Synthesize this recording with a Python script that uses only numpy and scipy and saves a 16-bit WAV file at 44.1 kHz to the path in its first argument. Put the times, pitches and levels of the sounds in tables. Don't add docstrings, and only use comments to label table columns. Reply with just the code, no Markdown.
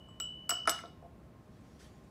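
import sys
import numpy as np
from scipy import signal
from scipy.fft import rfft, irfft
from scipy.io import wavfile
from scipy.ndimage import uniform_filter1d

SR = 44100
rng = np.random.default_rng(int(sys.argv[2]) if len(sys.argv) > 2 else 0)


def int16_out(signal):
    q = np.round(np.clip(np.atleast_2d(signal).T, -1, 1) * 32767)
    wavfile.write(sys.argv[1], SR, q.astype(np.int16))


def magnitude_from_level(level_db):
    exponent = np.asarray(level_db, float) / 20
    return 10 ** exponent


N = 92610

# hz, level_db_per_hz
AIR_COLOUR = [(22, -43), (40, -18.5), (62, -7), (160, -4), (500, -16.5), (1300, -27.5), (4500, -43),
              (15500, -50.5)]
# hz, level_db, width_hz
FAN_LINES = [(65.4, -65.5, 6.7), (150, -70, 25), (229.5, -69.5, 24), (620, -74, 17), (1062, -74.5, 9)]
# hz, level_db_per_hz
CLOTH_COLOUR = [(600, -13), (1500, -1.5), (3000, -4.5), (6000, -6.5), (10000, -13.5), (16000, -28)]
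# time_s, level_db
SLEEVE_LEVEL = [
    (1.35, -86),
    (1.6, -75),
    (1.79, -72),
    (1.8, -61),
    (1.85, -62),
    (1.9, -70.5),
    (1.97, -74),
    (2.1, -77),
]
# hz, t60_s
ROOM_DECAY = [(250, 0.17), (700, 0.39), (1500, 0.3), (3500, 0.51), (5500, 0.37), (8000, .28), (12000, 0.3)]
# start_s, table_db, tube_db, crack_db, table_centre_hz
BLOWS = [(.0850, -55, -79.5, -94, 980), (.2007, -44.5, -46, -33.5, 1110), (.4932, -34, -32.5, -36.5, 1300),
         (.5055, -38.5, -32.5, -26, 1200), (.5125, -34.5, -41.5, -50, 1110), (.5210, -36.5, -63, -60, 800),
         (.5680, -51.5, -73, -74, 1330), (.6545, -46, -51, -62, 1286), (.6744, -23, -33.5, -32.5, 1490),
         (.6792, -27, -42, -68, 1300), (.6855, -31.5, -35.5, -45, 900), (.6944, -31.5, -25.5, -23, 1000),
         (.7085, -38.5, -47.5, -61, 920), (.7890, -40.5, -64, -46, 2000), (.7950, -56, -64, -65, 1400),
         (.8361, -39.5, -75.5, -81.5, 695), (.8480, -42.5, -75, -78, 670), (1.0242, -47.5, -83, -78, 560),
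         (1.0355, -47.5, -95, -74, 675), (1.0470, -47, -93, -75, 620), (1.0590, -48.5, -83, -83, 600)]
# pitch_hz, t60_s
TABLE_MODES = [(240, .04), (310, .04), (400, .04), (510, .035), (660, .045), (715, .04), (920, .03),
               (1110, .03), (1250, .022), (1340, .03), (1510, .025), (1720, .025), (2010, .04), (2170, .02)]
TABLE_MODE_DB = [-3.5, 0, -7, -6.5, -3, -1.5, -11, -5, 2, 4, -4.5, -5, -10.5, -4]
# pitch_hz, level_db
TUBE_MODES = [(3570, -17), (4250, -17), (4750, -9), (5100, -4), (5280, 0), (5440, 0), (5650, -4),
              (5950, -7), (6200, -9), (6900, -18), (8700, -18), (9800, -5), (10300, -13), (10750, -14)]
# time_s, level_db
TUBE_FREE_END = [
    (.66, -51),
    (.672, 7.5),
    (.69, -11.5),
    (1, -6),
]
# hz, level_db
CRACK_COLOUR = [(0, -15), (1800, -13.5), (3500, -0.5), (5500, -18.5), (8000, 1.5), (10500, -23),
                (13000, -17), (16000, -29.5), (22050, -51)]
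# level_db, pitch_hz, t60_s
GLASS_TICK = (-51, 3800, .016)
CLINK_START = [-.0478, .0857, .2008, .4930, .5064, .6750, .6944, .7150, .7990, .8450, .8750]
# level_db, lowest_twins_place_rad, higher_twins_place_rad, tilt_db_per_octave
RIM_CLINKS = [(-54, -0.78, .2, -10), (-64.5, -1.16, 0.17, -1.5), (-36.5, -0.87, 0.16, 0),
              (-33, -0.0026, 0.37, 5), (-33.5, 0.79, 0.54, 1), (-37.5, -0.043, 0.35, -11),
              (-39.5, -0.36, 1.7, 7.5), (-39, 0.24, 0.72, -8), (-60.5, 0.16, 1.5, 1), (-68, 1.5, .8, -6),
              (-63.5, .3, 1.4, -6)]
# low_hz, high_hz, low_t60_s, high_t60_s (the third and fifth rows give
BEAKER_TWINS = [(2921.3, 2981, .75, .92), (7817, 7958, .19, .14), (12710, 12590, .13, .14),
                (13600, 13780, .12, .11), (15700, 14370, .08, .09)]
BEAKER_TWIN_DB = [0.5, 0.5, -15.5, -22.5, -17.5]
# time_s, change_db
TOUCHES = [(.2007, -20), (.4930, -20), (.5055, -18), (.6750, -10), (.6944, -18), (.7150, -12), (.7880, -26),
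           (.8250, -8), (.9330, -10)]


def evened(x):
    return x / np.sqrt(np.mean(x ** 2) + 1e-20)


def read(points, hz):
    f, value = np.transpose(points)
    return np.interp(np.log(hz + 1), np.log(f + 1), value)


def add(mix, start_s, sound):
    part = mix[round(start_s * SR):][:len(sound)]
    part += sound[:len(part)]


def noise(colour, patchy_db):
    frames = N // 128 + 9
    hz = np.fft.rfftfreq(2048, 1 / SR)
    real, imag, patches = rng.standard_normal((frames // 4, 1025, 3)).T
    patches = uniform_filter1d(patches, size=14, axis=0)
    patches = evened(uniform_filter1d(patches, size=4, axis=1))
    spectrum = (real + 1j * imag) * magnitude_from_level(read(colour, hz)[:, None] + patchy_db * patches)
    return evened(signal.istft(spectrum, nperseg=2048, noverlap=1536)[1][:N])


def fan():
    air_db = -56.5
    out = magnitude_from_level(air_db) * noise(AIR_COLOUR, patchy_db=0.5)
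    hz = np.fft.rfftfreq(N, 1 / SR)
    for line_hz, level_db, width_hz in FAN_LINES:
        shape = np.exp(-((hz - line_hz) / width_hz) ** 2)
        hum = irfft(rfft(rng.standard_normal(N)) * shape, N)
        out = out + magnitude_from_level(level_db) * evened(hum)
    return out


def sleeve():
    level_db = np.interp(np.arange(N) / SR, *np.transpose(SLEEVE_LEVEL))
    return magnitude_from_level(level_db) * noise(CLOTH_COLOUR, patchy_db=3.0)


def room(x):
    gap_s, spacing = .004, 20
    taps = np.zeros(SR // 2)
    count = (len(taps) - 1) // spacing
    at = np.arange(0, len(taps) - spacing, spacing) + rng.integers(0, spacing, count)
    taps[at] = rng.choice([-1., 1.], at.shape)
    hz, t, bands = signal.stft(taps, SR, nperseg=256)
    decay = magnitude_from_level(-60 * t / read(ROOM_DECAY, hz)[:, None])
    tail = signal.istft(bands * decay, SR, nperseg=256)[1]
    tail = np.r_[np.zeros(round(gap_s * SR)), tail]
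    return signal.fftconvolve(x, tail / np.linalg.norm(tail))[:N]


def rings(hz, level_db, t60_s, luck):
    detune, scatter_db = .02, 2.5
    t = np.arange(4000)[:, None] / SR
    pitch_luck, level_luck = luck[:, :, None, :len(hz)]
    sign = (-1.) ** np.arange(len(hz))
    size = sign * magnitude_from_level(level_db - 3 + scatter_db * level_luck - 60 * t / t60_s)
    pairs = size * np.sin(2 * np.pi * hz * (1 + detune * pitch_luck) * t)
    return pairs.sum((0, 2))


def table(luck):
    rise_s, octaves, wider_per_db = .00024, .33, .042
    out = np.zeros(N)
    rise = 1 - np.exp(-np.arange(4000) / SR / rise_s)
    hz, t60_s = np.transpose(TABLE_MODES)
    for k, (start_s, table_db, _, _, centre_hz) in enumerate(BLOWS):
        span = octaves + wider_per_db * max(table_db + 50, 0)
        near_db = -6 * (np.log2(hz / centre_hz) / span) ** 2
        add(out, start_s, magnitude_from_level(table_db) * rise * rings(hz, TABLE_MODE_DB + near_db, t60_s, luck[k]))
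    return out


def tube(luck):
    held_t60_s, free_t60_s = .026, .045
    out = np.zeros(N)
    hz, mode_db = np.transpose(TUBE_MODES)
    free = hz > 9000
    t60_s = np.where(free, free_t60_s, held_t60_s)
    for k, (start_s, _, tube_db, _, _) in enumerate(BLOWS):
        end_db = free * np.interp(start_s, *np.transpose(TUBE_FREE_END))
        add(out, start_s, magnitude_from_level(tube_db) * rings(hz, mode_db + end_db, t60_s, luck[k]))
    return out


def cracks():
    crack_t60_s, tick_s = .0075, .8575
    out = np.zeros(N)
    t = np.arange(600) / SR
    hiss = rng.standard_normal((40, 600))
    gain = magnitude_from_level(2 * read(CRACK_COLOUR, np.linspace(0, SR / 2, 65)))
    colour = signal.minimum_phase(signal.firwin2(127, np.linspace(0, 1, 65), gain))
    colour = colour / np.linalg.norm(colour)
    for k, (start_s, _, _, crack_db, _) in enumerate(BLOWS):
        burst = magnitude_from_level(crack_db - 60 * t / crack_t60_s) * hiss[k]
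        add(out, start_s, np.convolve(burst, colour))
    level_db, hz, t60_s = GLASS_TICK
    add(out, tick_s, rings(np.array([hz]), level_db, t60_s, np.zeros((2, 2, 1))))
    return out


def beaker():
    rise_cycles, choke_s = 2.1, .013
    out = np.zeros(N)
    now = np.arange(round(1.3 * SR)) / SR
    lowest_hz = BEAKER_TWINS[0][0]
    for start_s, (level_db, low_place, high_place, tilt_db) in zip(CLINK_START, RIM_CLINKS):
        t = np.maximum(now - start_s, 0)
        held_db = level_db
        for touch_s, change_db in TOUCHES:
            if touch_s > start_s + .004:
                held_db = held_db + change_db * np.clip((now - touch_s) / choke_s, 0, 1)
        for k, (low_hz, high_hz, low_t60, high_t60) in enumerate(BEAKER_TWINS):
            place = high_place if k else low_place
            low = np.cos(place) * magnitude_from_level(-60 * t / low_t60) * np.sin(2 * np.pi * low_hz * t)
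            high = np.sin(place) * magnitude_from_level(-60 * t / high_t60) * np.sin(2 * np.pi * high_hz * t)
            rise = 1 - np.exp(-t * low_hz / rise_cycles)
            mode_db = held_db + BEAKER_TWIN_DB[k] + tilt_db * np.log2(low_hz / lowest_hz)
            add(out, 0, magnitude_from_level(mode_db) * rise * (low + high))
    return out


def scene():
    luck = rng.standard_normal((40, 2, 2, 2, 14))
    close = np.vstack([beaker(), table(luck[:, 0]), tube(luck[:, 1]), cracks()])
    room_send_db = np.array([-16.5, -7, -7, -10])
    wet = room(magnitude_from_level(room_send_db) @ close)
    return (close.sum(0) + wet + fan() + sleeve())[None]


def top_cut(x):
    return signal.sosfilt(signal.butter(12, 16500, fs=SR, output="sos"), x)


def record(dry):
    edge_hz = 15630
    mix = signal.oaconvolve(dry, signal.firwin(127, edge_hz, fs=SR)[None], "same")
    return top_cut(mix)


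dry = scene()
out = record(dry)
int16_out(out)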